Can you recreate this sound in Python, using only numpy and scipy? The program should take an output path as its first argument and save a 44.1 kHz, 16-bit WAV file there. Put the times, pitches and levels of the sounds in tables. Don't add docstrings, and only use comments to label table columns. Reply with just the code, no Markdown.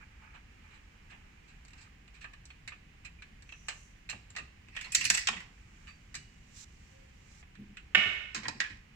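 import sys
import numpy as np
from scipy import signal
from scipy.fft import rfft, irfft, next_fast_len
from scipy.io import wavfile
from scipy.ndimage import map_coordinates

SR = 44100
rng = np.random.default_rng(int(sys.argv[2]) if len(sys.argv) > 2 else 0)


def how_loud(loudness_db):
    steps = np.asarray(loudness_db, float) / 20
    return 10 ** steps


def persist_wave(psi):
    counts = np.round(np.clip(psi, -1, 1) * 32767).astype(np.int16)
    wavfile.write(sys.argv[1], SR, np.atleast_2d(counts).T)


N = 394694
SIZE = 2 ** 15
HZ = np.fft.rfftfreq(SIZE, 1 / SR)
T = np.arange(SIZE) / SR

# start_s, peak_level_db, panel_knock_db, steel_brightness_db, strongest_ring_hz
TIP_TICKS = [(1.6511, -48.5, -15.5, -0.5, 2160), (1.6826, -48, -37, -2.5, 2250),
             (1.707, -52.5, -31.5, -5.5, 2270), (1.734, -46, -13.5, -7.5, 2670),
             (2.0792, -51, -18.5, -14, 2580), (2.2435, -36.5, -20.5, -21.5, 1670),
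             (2.335, -44.5, -22, -15, 1660), (2.4547, -43.5, -20.5, 3.5, 2400),
             (2.5041, -44.5, -22.5, -20, 2450), (2.6771, -33, -28, -10.5, 2190),
             (2.7211, -40, -21, -43, 1750), (3.2222, -40.5, -32, -18.5, 2350),
             (3.4232, -46, -17.5, -3.5, 1750), (3.492, -44.5, -34, -20.5, 2630),
             (3.5235, -41.5, -21, -18, 2700), (3.6848, -26, -15.5, -6.5, 2900),
             (4.0915, -34.5, -32.5, -15, 2600), (4.0985, -28, -21.5, -3.5, 2800),
             (4.129, -39.5, -9, -47, 2380), (4.3042, -45.5, -22.5, -5.5, 7300),
             (4.352, -44.5, -21, -16, 2400), (4.364, -32, -22, -10, 1800), (4.3846, -35, -12, -13, 2600),
             (4.6856, -45.5, -20.5, -16, 2670)]
# start_s, peak_level_db, panel_knock_db, steel_brightness_db, strongest_ring_hz
FINGER_TICKS = [(5.8719, -46, -35, -21, 2800), (6.1437, -36, -23, -5, 1950),
                (6.1521, -30, -28.5, -0.5, 2250), (7.428, -50.5, -13, -32.5, 2150),
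                (7.5537, -50, -32, -17.5, 1780), (7.7706, -39.5, -38, -20.5, 3000)]
# start_s, peak_level_db, steel_brightness_db, strongest_ring_hz
THREAD_SLIPS = [(0.223, -54.5, -30.5, 850), (0.3368, -82, -29, 872), (0.354, -47.5, -28.5, 1600),
                (0.716, -53, -26.5, 1600), (0.747, -56, -18, 1700), (1.111, -49, -24, 1650),
                (1.128, -49.5, -32, 1690), (1.4892, -55.5, -15, 2470), (1.786, -52.5, -15, 2380),
                (1.8198, -52.5, -7, 2470), (2.153, -51.5, -17, 2460), (2.2227, -45.5, -17.5, 2520),
                (3.0464, -55.5, -31, 2150), (3.0621, -38.5, -11.5, 2540), (5.889, -47, -20.5, 2580)]
# start_s, peak_level_db, panel_knock_db, steel_brightness_db, strongest_ring_hz
SHAFT_RATTLE = [(4.7518, -44, -24, -17.5, 1850), (4.7656, -31.5, -36, -20.5, 1810),
                (4.7886, -41.5, -33, -16, 2520), (4.8115, -34, -38.5, -9.5, 2230),
                (4.846, -39, -22.5, -14, 4140), (4.8591, -44.5, -19.5, -15, 2100),
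                (4.9212, -30.5, -35, -0.5, 7650), (4.9488, -16, -40, 1, 7600),
                (4.9513, -13, -40.5, 0, 7050), (5.0112, -23.5, -38, -5.5, 2730),
                (5.0425, -28.5, -39, -9.5, 4350), (5.0531, -17, -50, 0, 2470),
                (5.1018, -8.5, -31, -2.5, 1740), (5.142, -26, -30, -1, 2630),
                (5.1485, -17.5, -28.5, -2, 7850), (5.1749, -21.5, -33.5, -3, 1940),
                (5.1898, -32.5, -36, 4, 3000), (5.3296, -36, -18, -26, 2170),
                (5.3672, -37.5, -29.5, -17.5, 1950), (5.404, -38.5, -29, -14.5, 2100)]
# start_s, peak_level_db, panel_knock_db, steel_brightness_db, strongest_ring_hz
SHAFT_EXIT = [
    (5.2725, -16, -27, 0, 2580),
    (5.2862, -18.5, -11.5, -3, 2680),
]
# start_s, peak_level_db, panel_knock_db, steel_brightness_db, strongest_ring_hz
TOOL_DROP = [
    (7.9486, -8, 0, 0, 1860),
]
# delay_s, level_db
DROP_BOUNCES = [(0, -3), (.0006, -8), (.0032, 0), (.0043, -4), (.0066, -2), (.0095, -9), (.033, -9)]
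# start_s, peak_level_db, panel_knock_db, steel_brightness_db, buzz_t60_s
TRAY_CLATTER = [(8.3473, -24.5, -18, -13, 0.23), (8.3788, -30.5, -24, -18.5, 0.036),
                (8.433, -34.5, -13, -19, 0.33), (8.4551, -30.5, -14.5, -36, 0.065),
                (8.483, -19, -8, -11.5, 0.078), (8.6029, -17.5, -24.5, -18.5, 0.11),
                (8.639, -34, -24, -36, 0.23), (8.702, -44, -23.5, -24.5, 0.33),
                (8.772, -51, -24, -10, 0.033)]

# frequency_hz, level_db (per Hz)
CHASSIS_COLOUR = [(240, -26), (400, -16.5), (994, -6.5), (1200, -7.5), (1400, -3.5), (1820, 3), (2090, -3),
                  (2670, -2.5), (3310, -7), (5030, -8), (7630, -11.5), (8760, -23.5), (14600, -44),
                  (16000, -56)]
# frequency_hz, width_hz, level_db
CHASSIS_RESONANCES = [(1200, 102, 9.5), (1606, 155, 1.5), (2540, 470, 7.5), (3996, 530, 6.5),
                      (7710, 670, 8)]
# frequency_hz, level_db (per Hz)
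SHAFT_COLOUR = [(240, -76.5), (400, -20), (935, -11), (1030, -6), (1180, -8), (1870, 1), (2630, -0.5),
                (3470, -4), (6850, -5.5), (7630, -6.5), (10200, -30.5), (13700, -42), (15300, -42),
                (16000, -64)]
# frequency_hz, width_hz, level_db
SHAFT_RESONANCES = [(2700, 300, 3.12), (7650, 500, 2.4), (13200, 3870, 15.8)]
# frequency_hz, level_db, t60_s
SHAFT_RINGING = [(1780, -5.5, 0.094), (2600, -3, 0.2), (4330, -9.5, 0.083), (4440, -19.5, 0.14),
                 (5740, -9.5, 0.13), (8160, -19.5, 0.134)]
# frequency_hz, level_db (per Hz)
BENCH_COLOUR = [(240, -31.5), (400, -13.5), (490, -32), (626, -11), (893, -17), (1760, -4), (2930, -5),
                (3650, -13.5), (4300, -22), (5500, -26.5), (7800, -31), (10000, -67), (16000, -70.5)]
# frequency_hz, width_hz, level_db
BENCH_RESONANCES = [(1193, 15, 4), (1488, 47, 7.5), (1660, 50, -5), (1824, 74, 10), (2194, 115, 12),
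                    (2380, 35, -1.5), (2600, 140, 9), (2920, 63, 5), (3110, 44, -1.5), (3320, 65, 4),
                    (3570, 50, 2.5), (3670, 60, 6), (3870, 34, -3), (4040, 72, -0.5)]
# pitch_hz, level_db
BENCH_NOTES = [(760, -47.5), (1167, -38), (1486, -49.5), (1763, -42), (1810, -34.5), (2152, -38.5),
               (2192, -45), (2505, -42), (2589, -41.5), (2910, -43), (2945, -43.5), (3343, -49),
               (3690, -48), (4020, -52.5)]
# frequency_hz, level_db (per Hz)
TRAY_COLOUR = [(180, -28), (300, -10.5), (634, -17), (1030, -8), (1390, -6), (1900, -10), (2170, -6),
               (2480, -6.5), (3350, -11.5), (7440, -14.5), (9390, -35.5), (14500, -58), (16000, -45.5)]
# frequency_hz, width_hz, level_db
TRAY_RESONANCES = [(1048, 23, 7.1), (1627, 125, 7.5), (1915, 32, 8.1), (2450, 170, 6.1), (2150, 82, 2.7),
                   (4240, 550, 3.4)]
# start_s, peak_level_db, pitch_hz, t60_s
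FREE_RINGS = [(2.503, -57, 4300, .12), (3.188, -52, 2400, 0.1), (3.685, -41, 4300, .06),
              (4.092, -39, 4230, .06), (4.098, -37, 4230, .07), (2.243, -45, 1600, .08),
              (2.243, -46, 2500, .06), (2.678, -47, 4250, .05), (4.921, -38, 2500, .14),
              (4.921, -37, 7650, .09), (4.921, -52, 14500, .05), (4.845, -40, 4230, 0.08),
              (4.92, -41, 9650, 0.16), (4.953, -36, 5950, .3), (4.953, -35, 4350, .2),
              (5.103, -33, 6420, .06), (5.04, -38, 4350, .3), (8.347, -43, 7450, .12),
              (5.038, -37, 9640, 0.1), (4.952, -42, 4635, .5), (5.874, -64, 4635, 0.55),
              (6.151, -60, 2914, 0.9), (6.155, -50, 2320, 0.2), (8.483, -29, 5320, 0.035),
              (5.286, -27, 5130, .035), (8.347, -37, 2450, .08), (8.453, -38, 1730, .1),
              (8.603, -29, 1900, .1), (8.64, -36, 1720, .15)]
# start_s, peak_level_db, pitch_hz
HAND_THUDS = [(1.142, -56, 109), (4.133, -43.5, 109), (4.399, -45.5, 151), (4.977, -44.5, 125),
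              (5.048, -41.5, 118), (5.1, -42.5, 188), (5.291, -41.5, 220.7), (5.358, -44, 187),
              (6.17, -49, 143.9), (7.59, -39, 203.3), (7.692, -47, 200.6), (7.967, -34.5, 204.4),
              (8.058, -40, 107), (8.373, -40.5, 214), (8.459, -41, 127), (8.548, -43.5, 216.5),
              (8.697, -45.5, 97.7)]
# frequency_hz, level_db
CASE_BOOM = [(60, -29.5), (200, 8), (320, 0.5), (480, -15), (900, -46.5)]

# full_from_s, hold_s, swell_s (per 20 dB), body_level_db, hiss_level_db
RUB_STROKES = [(0, 0.043, -1.5, -60, -82), (.25, 0.12, 0.2, -64.5, -95), (.65, 0.13, -0.2, -66.5, -87),
               (1.48, 0.019, 5.5, -68.5, -82.5), (1.74, .14, -2.15, -66.5, -79),
               (5.86, 0.046, 0.95, -67.5, -78), (6.57, 0.073, 0.05, -66.5, -55),
               (6.8, 0.12, 2.9, -90, -71.5), (7.35, 0.06, 0.31, -67.5, -65.5)]
# frequency_hz, width_hz, level_db
RUB_BODY_BANDS = [(861, 90, -1), (1227, 190, 0), (1600, 360, -0.5), (2400, 330, 0)]
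# frequency_hz, width_hz, level_db
RUB_HISS_BANDS = [(4280, 3700, -7.5), (6030, 900, -1), (7300, 1200, -5.5)]
# full_from_s, hold_s, swell_s (per 20 dB), body_level_db, hiss_level_db
SCRAPE_STROKES = [(4.76, .1, 0.066, -54, -65), (4.96, 0.11, 0.043, -42.5, -48.5),
                  (5.11, 0.09, 0.18, -45.5, -44), (8.37, 0.35, 0.088, -60.5, -64)]
# frequency_hz, width_hz, level_db
SCRAPE_BODY_BANDS = [(1850, 350, 3.5), (2600, 450, 3), (4350, 300, -3.5)]
# frequency_hz, width_hz, level_db
SCRAPE_HISS_BANDS = [(4600, 2000, 0), (5970, 1200, -1), (7600, 380, -2), (12000, 6000, -22.5)]
# full_from_s, hold_s, swell_s (per 20 dB), whistle_level_db, hiss_level_db
SQUEAL_STROKES = [(3.5, 0.18, 0.08, -69, -72), (3.7, .14, .05, -77, -66)]
# frequency_hz, width_hz, level_db
SQUEAL_BANDS = [(5950, 380, 0), (6500, 2000, 0)]

# time_s, pitch_hz, level_db
FAR_WHINE = [(6.9, 525, -84), (6.96, 530, -68), (7.06, 530, -70), (7.1, 535, -79), (7.36, 559, -81)]
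# frequency_hz, level_db (per Hz)
RUMBLE_SPECTRUM = [(12, -31.5), (20, -4.5), (53, 1), (124, -9.5), (198, -11.5), (267, -18.5), (485, -27.5),
                   (535, -37), (600, -57), (780, -25.5), (1320, -120)]
# frequency_hz, correlation (1 = same)
RUMBLE_LIKENESS = [(25, .999), (60, 0.99), (130, 1), (290, 0.636), (600, 0.14)]
# frequency_hz, level_db (per Hz)
AIR_SPECTRUM = [(210, -45.5), (350, -23), (520, -7.5), (700, -8), (1000, -4.5), (1400, -7.5), (1700, -3),
                (2200, -0.5), (2900, -3.5), (3400, -12.5), (4400, -14.5), (7500, -17), (9000, -28),
                (16000, -31.5)]
# frequency_hz, t60_s
ROOM_DECAY = [(300, 0.59), (2000, 0.36), (5000, 0.42), (12000, .25)]
# frequency_hz, level_db
PORT_BALANCE = [(60, -0.5), (130, 1), (290, -1), (640, 0.5), (1410, -4.5), (3100, -7.0), (6820, -1.5),
                (15000, 4)]


def strikes(events, colour, walls, crack_db, peak_db, wet_db, pan_db, rise_s, lag_s,
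            bend=1, treble=0.58, ring_db=0, modes=(), bounces=((0, 0),)):
    bus = np.zeros((2, N))
    near = T[:SIZE // 3]
    knock, bright = np.transpose(events)[2:4]
    ports = np.exp(2j * np.pi * HZ * (np.array([[-lag_s], [0]]) - abs(lag_s)))
    high = along([(3000, 0), (4500, 0.92)], HZ)
    crack_gain = how_loud(along([(3000, 0.46), (5000, 1.1), (12000, 3.2)], HZ))
    for k, (s, db, knock_db, bright_db, ring_hz, t60) in enumerate(events):
        low_db, high_db = knock_db - knock.mean(), bright_db - bright.mean()
        tilt = along([(900, low_db), (1500, 0.0058), (3300, 0.0), (4500, high_db)], HZ)
        ripple = 1.5 * wobble(90, len(HZ)) + [2 * wobble(90, len(HZ)) for port in range(2)]
        peak = peak_db * np.exp(-((HZ / ring_hz - 1) / 0.085) ** 2)

        crack = sum(how_loud(crack_db + level) * np.exp(-2j * np.pi * HZ * (late + rise_s))
                    for late, level in bounces)
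        grain = rng.standard_normal((3, SIZE)) * (1 - np.exp(-T / rise_s))
        body, steel = (rfft(how_loud(-60 * (T / np.clip(t60 * share, .01, 1)) ** bend) * grain)
                       for share in (1, treble))
        buzz = body * (1 - high) + steel * high
        shared = crack * crack_gain + 0.43 * buzz[0]
        x = irfft((shared * ports + 1.134 * buzz[1:]) * causal(colour + tilt + peak + ripple), SIZE)
        x /= np.abs(x).max()

        for hz, level, decay in modes:
            strength = how_loud(ring_db + level + np.interp(hz, HZ, tilt) + rng.normal(0, 3, (2, 1)))
            note = np.sin(2 * np.pi * (hz * near + rng.random((2, 1))))
            x[:, :len(near)] += strength * how_loud(-60 * near / decay) * note * (1 - np.exp(-near / rise_s))
        x += how_loud(wet_db) * irfft(rfft(x) * walls[k % len(walls)], SIZE)
        add(bus, s - rise_s, how_loud(db + 4.0) * x * how_loud([[pan_db / 2], [-pan_db / 2]]))
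    return bus


def held(events, t60, longer_per_db):
    middle_db = np.mean([row[1] for row in events])
    return [(*row, t60 * np.exp(longer_per_db * (row[1] - middle_db))) for row in events]


def resonant(colour, peaks):
    return along(colour, HZ) + sum(db * np.exp(-((HZ - hz) / width) ** 2) for hz, width, db in peaks)


def screw_ticks(walls):
    return strikes(held(TIP_TICKS + FINGER_TICKS, 0.095, 0.028),
                   resonant(CHASSIS_COLOUR, CHASSIS_RESONANCES), walls,
                   crack_db=16, peak_db=7.5, wet_db=-11.5, pan_db=0.6, rise_s=0.0019, lag_s=-.0001)


def thread_slips(walls):
    events = [(s, db, -1.5 * bright, bright, hz) for s, db, bright, hz in THREAD_SLIPS]
    return strikes(held(events, 0.18, -0.053), resonant(CHASSIS_COLOUR, CHASSIS_RESONANCES), walls,
                   crack_db=-31, peak_db=6, wet_db=-15, pan_db=-0.5, rise_s=0.015, lag_s=0.000639, bend=1.32)


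def shaft_knocks(walls):
    rattle = strikes(held(SHAFT_RATTLE, 0.099, -0.026), resonant(SHAFT_COLOUR, SHAFT_RESONANCES), walls,
                     crack_db=12.5, peak_db=8.5, wet_db=-10.0, pan_db=-0.5, rise_s=.002, lag_s=-0.00011,
                     ring_db=-25.0, modes=SHAFT_RINGING)
    leaving = strikes(held(SHAFT_EXIT, 0.063, 0), resonant(SHAFT_COLOUR, SHAFT_RESONANCES[:2]), walls,
                      crack_db=10, peak_db=5, wet_db=-11, pan_db=1.0, rise_s=0.0014, lag_s=-0.000133)
    return rattle + leaving


def tool_drop(walls):
    return strikes(held(TOOL_DROP, 0.71, 0), resonant(BENCH_COLOUR, BENCH_RESONANCES), walls,
                   crack_db=33.0, peak_db=-2.0, wet_db=-21.5, pan_db=-1.5, rise_s=0.0009, lag_s=.0001,
                   bend=1.334, treble=1.0, bounces=DROP_BOUNCES)


def tray_clatter(walls):
    tray_hz = 1850
    events = [(*row, tray_hz, t60) for *row, t60 in TRAY_CLATTER]
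    return strikes(events, resonant(TRAY_COLOUR, TRAY_RESONANCES), walls,
                   crack_db=18, peak_db=8.5, wet_db=-13.0, pan_db=0.0, rise_s=0.00147, lag_s=0.0005945)


def rings():
    bus = np.zeros((2, N))
    bench_t60_s = .5
    bench = [(TOOL_DROP[0][0], db, hz, bench_t60_s) for hz, db in BENCH_NOTES]
    for s, db, hz, t60 in FREE_RINGS + bench:
        flutter_db = 3 * wobble(30, SIZE)
        note = np.sin(2 * np.pi * (hz * T + rng.random((2, 1)) / 4))
        add(bus, s, how_loud(db + flutter_db - 60 * T / t60) * (1 - np.exp(-T / .003)) * note)
    return bus


def thuds():
    bus = np.zeros((2, N))
    t60_s, rise_s = 0.23, 0.016
    for s, db, hz in HAND_THUDS:
        note = np.sin(2 * np.pi * hz * T) + .5 * np.sin(2 * np.pi * hz * .62 * T)
        noise = rng.standard_normal(SIZE) + 0.55 * rng.standard_normal((2, SIZE))
        puff = unit(irfft(rfft(noise) * how_loud(along(CASE_BOOM, HZ)), SIZE))
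        add(bus, s - .005, how_loud(db - 60 * T / t60_s) * (1 - np.exp(-T / rise_s)) * (note + how_loud(-5.5) * puff))
    return bus


def friction(strokes, column, peaks, grainy_db, stop):
    t = np.arange(N) / SR
    level = 0
    for s, hold, swell, *dbs in strokes:
        away_s = np.maximum(0, np.maximum(s - t, (t - s - hold) / stop))
        level = level + how_loud(dbs[column] - 20 * away_s / max(swell, .01))

    def voiced(f):
        return sum((-1) ** k * how_loud(db) * 1j * f * w / (c * c - f * f + 1j * f * w)
                   for k, (c, w, db) in enumerate(peaks))

    grains = how_loud(grainy_db * wobble(1200, N)) * rng.standard_normal((2, N))
    return level * unit(filtered(grains, lambda f: voiced(f) ** 2))


def rubs():
    body = friction(RUB_STROKES, 0, RUB_BODY_BANDS, grainy_db=2, stop=0.11)
    hiss = friction(RUB_STROKES, 1, RUB_HISS_BANDS, grainy_db=1.0, stop=0.11)
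    return body + hiss * how_loud([[-2.5], [2.5]])


def scrapes():
    body = friction(SCRAPE_STROKES, 0, SCRAPE_BODY_BANDS, grainy_db=2, stop=0.84)
    hiss = friction(SCRAPE_STROKES, 1, SCRAPE_HISS_BANDS, grainy_db=2, stop=0.84)
    return body + hiss * how_loud([[1.5], [-1.5]])


def squeal():
    whistle = friction(SQUEAL_STROKES, 0, SQUEAL_BANDS[:1], grainy_db=1.2, stop=3.5)
    return whistle + friction(SQUEAL_STROKES, 1, SQUEAL_BANDS[1:], grainy_db=1.2, stop=3.5)


def whine():
    hz = curves(FAR_WHINE, outside=None)[0]
    db = curves(FAR_WHINE, outside=-150)[1]
    phase = 2 * np.pi * np.cumsum(hz + 14 * wobble(400, N)) / SR
    flutter_db = 3 * wobble(260, N)
    return how_loud(db + 4 + flutter_db) * np.sin([phase - 1.1, phase + 1.0])


def shop():
    rumble_db = -57 + 0.34 * wobble(30, N)
    rumble = how_loud(rumble_db) * pair(RUMBLE_SPECTRUM, RUMBLE_LIKENESS, lag_s=0)
    air_db = -64.5 + 0.523 * wobble(68, N) + 0.87 * wobble(0.9, N)
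    air = how_loud(air_db) * pair(AIR_SPECTRUM, [(500, 0.6), (3000, 0.2), (8000, 0.1)], lag_s=.0006)
    return rumble + air


def pair(spectrum, alike, lag_s):
    def shares(hz):
        turn = np.arccos(np.clip(along(alike, hz), -1, 1)) / 2
        return how_loud(along(spectrum, hz)) * [np.cos(turn), np.sin(turn)]

    mid, side = filtered(rng.standard_normal((2, N)), shares)
    return unit(np.array([np.roll(mid + side, round(lag_s * SR)), mid - side]))


def tails(count):
    noise = rng.standard_normal((count, 2, SIZE * 3 // 4))
    hz, t, z = signal.stft(noise, SR, nperseg=256)
    tail = signal.istft(z * how_loud(-60 * t / along(ROOM_DECAY, hz)[:, None]), SR, nperseg=256)[1]
    tail *= np.clip(T[:tail.shape[2]] / 0.0074, 0, 1)
    return rfft(tail / np.linalg.norm(tail[0, 0]), SIZE)


def unit(x):
    return x / np.sqrt(np.mean(x ** 2) + 1e-20)


def along(points, hz):
    f, v = np.transpose(points)
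    return np.interp(np.log(hz + 1), np.log(f + 1), v)


def curves(rows, outside):
    s, *cols = np.transpose(rows)
    return [np.interp(np.arange(N) / SR, s, c, outside, outside) for c in cols]


def wobble(knots, size):
    return map_coordinates(rng.standard_normal(int(knots) + 4), [np.linspace(0, knots, size)])


def filtered(x, response):
    m = next_fast_len(N + 8192)
    return irfft(rfft(x, m) * response(np.fft.rfftfreq(m, 1 / SR)), m)[..., :N]


def causal(db):
    cepstrum = irfft(np.log(how_loud(np.maximum(db, -120))), SIZE)
    cepstrum[..., 1:SIZE // 2] *= 2
    cepstrum[..., SIZE // 2 + 1:] = 0
    return np.exp(rfft(cepstrum))


def add(bus, s, x):
    part = bus[:, round(s * SR):][:, :x.shape[1]]
    part += x[:, :part.shape[1]]


def scene():
    walls = tails(count=9)
    contacts = screw_ticks(walls) + thread_slips(walls) + shaft_knocks(walls)
    contacts += tool_drop(walls) + tray_clatter(walls)
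    ringing = rings() + thuds()
    sliding = rubs() + scrapes() + squeal()
    return contacts + ringing + sliding + whine() + shop()


def band_limit(x):
    return signal.sosfilt(signal.butter(12, 16480, fs=SR, output="sos"), x)


def record(dry):
    def response(hz):
        return how_loud(along(PORT_BALANCE, hz) * np.array([[.5], [-.5]])) * (hz < 16300)

    mix = np.clip(filtered(dry, response), -1, 1)
    return band_limit(mix)


dry = scene()
out = record(dry)
persist_wave(out)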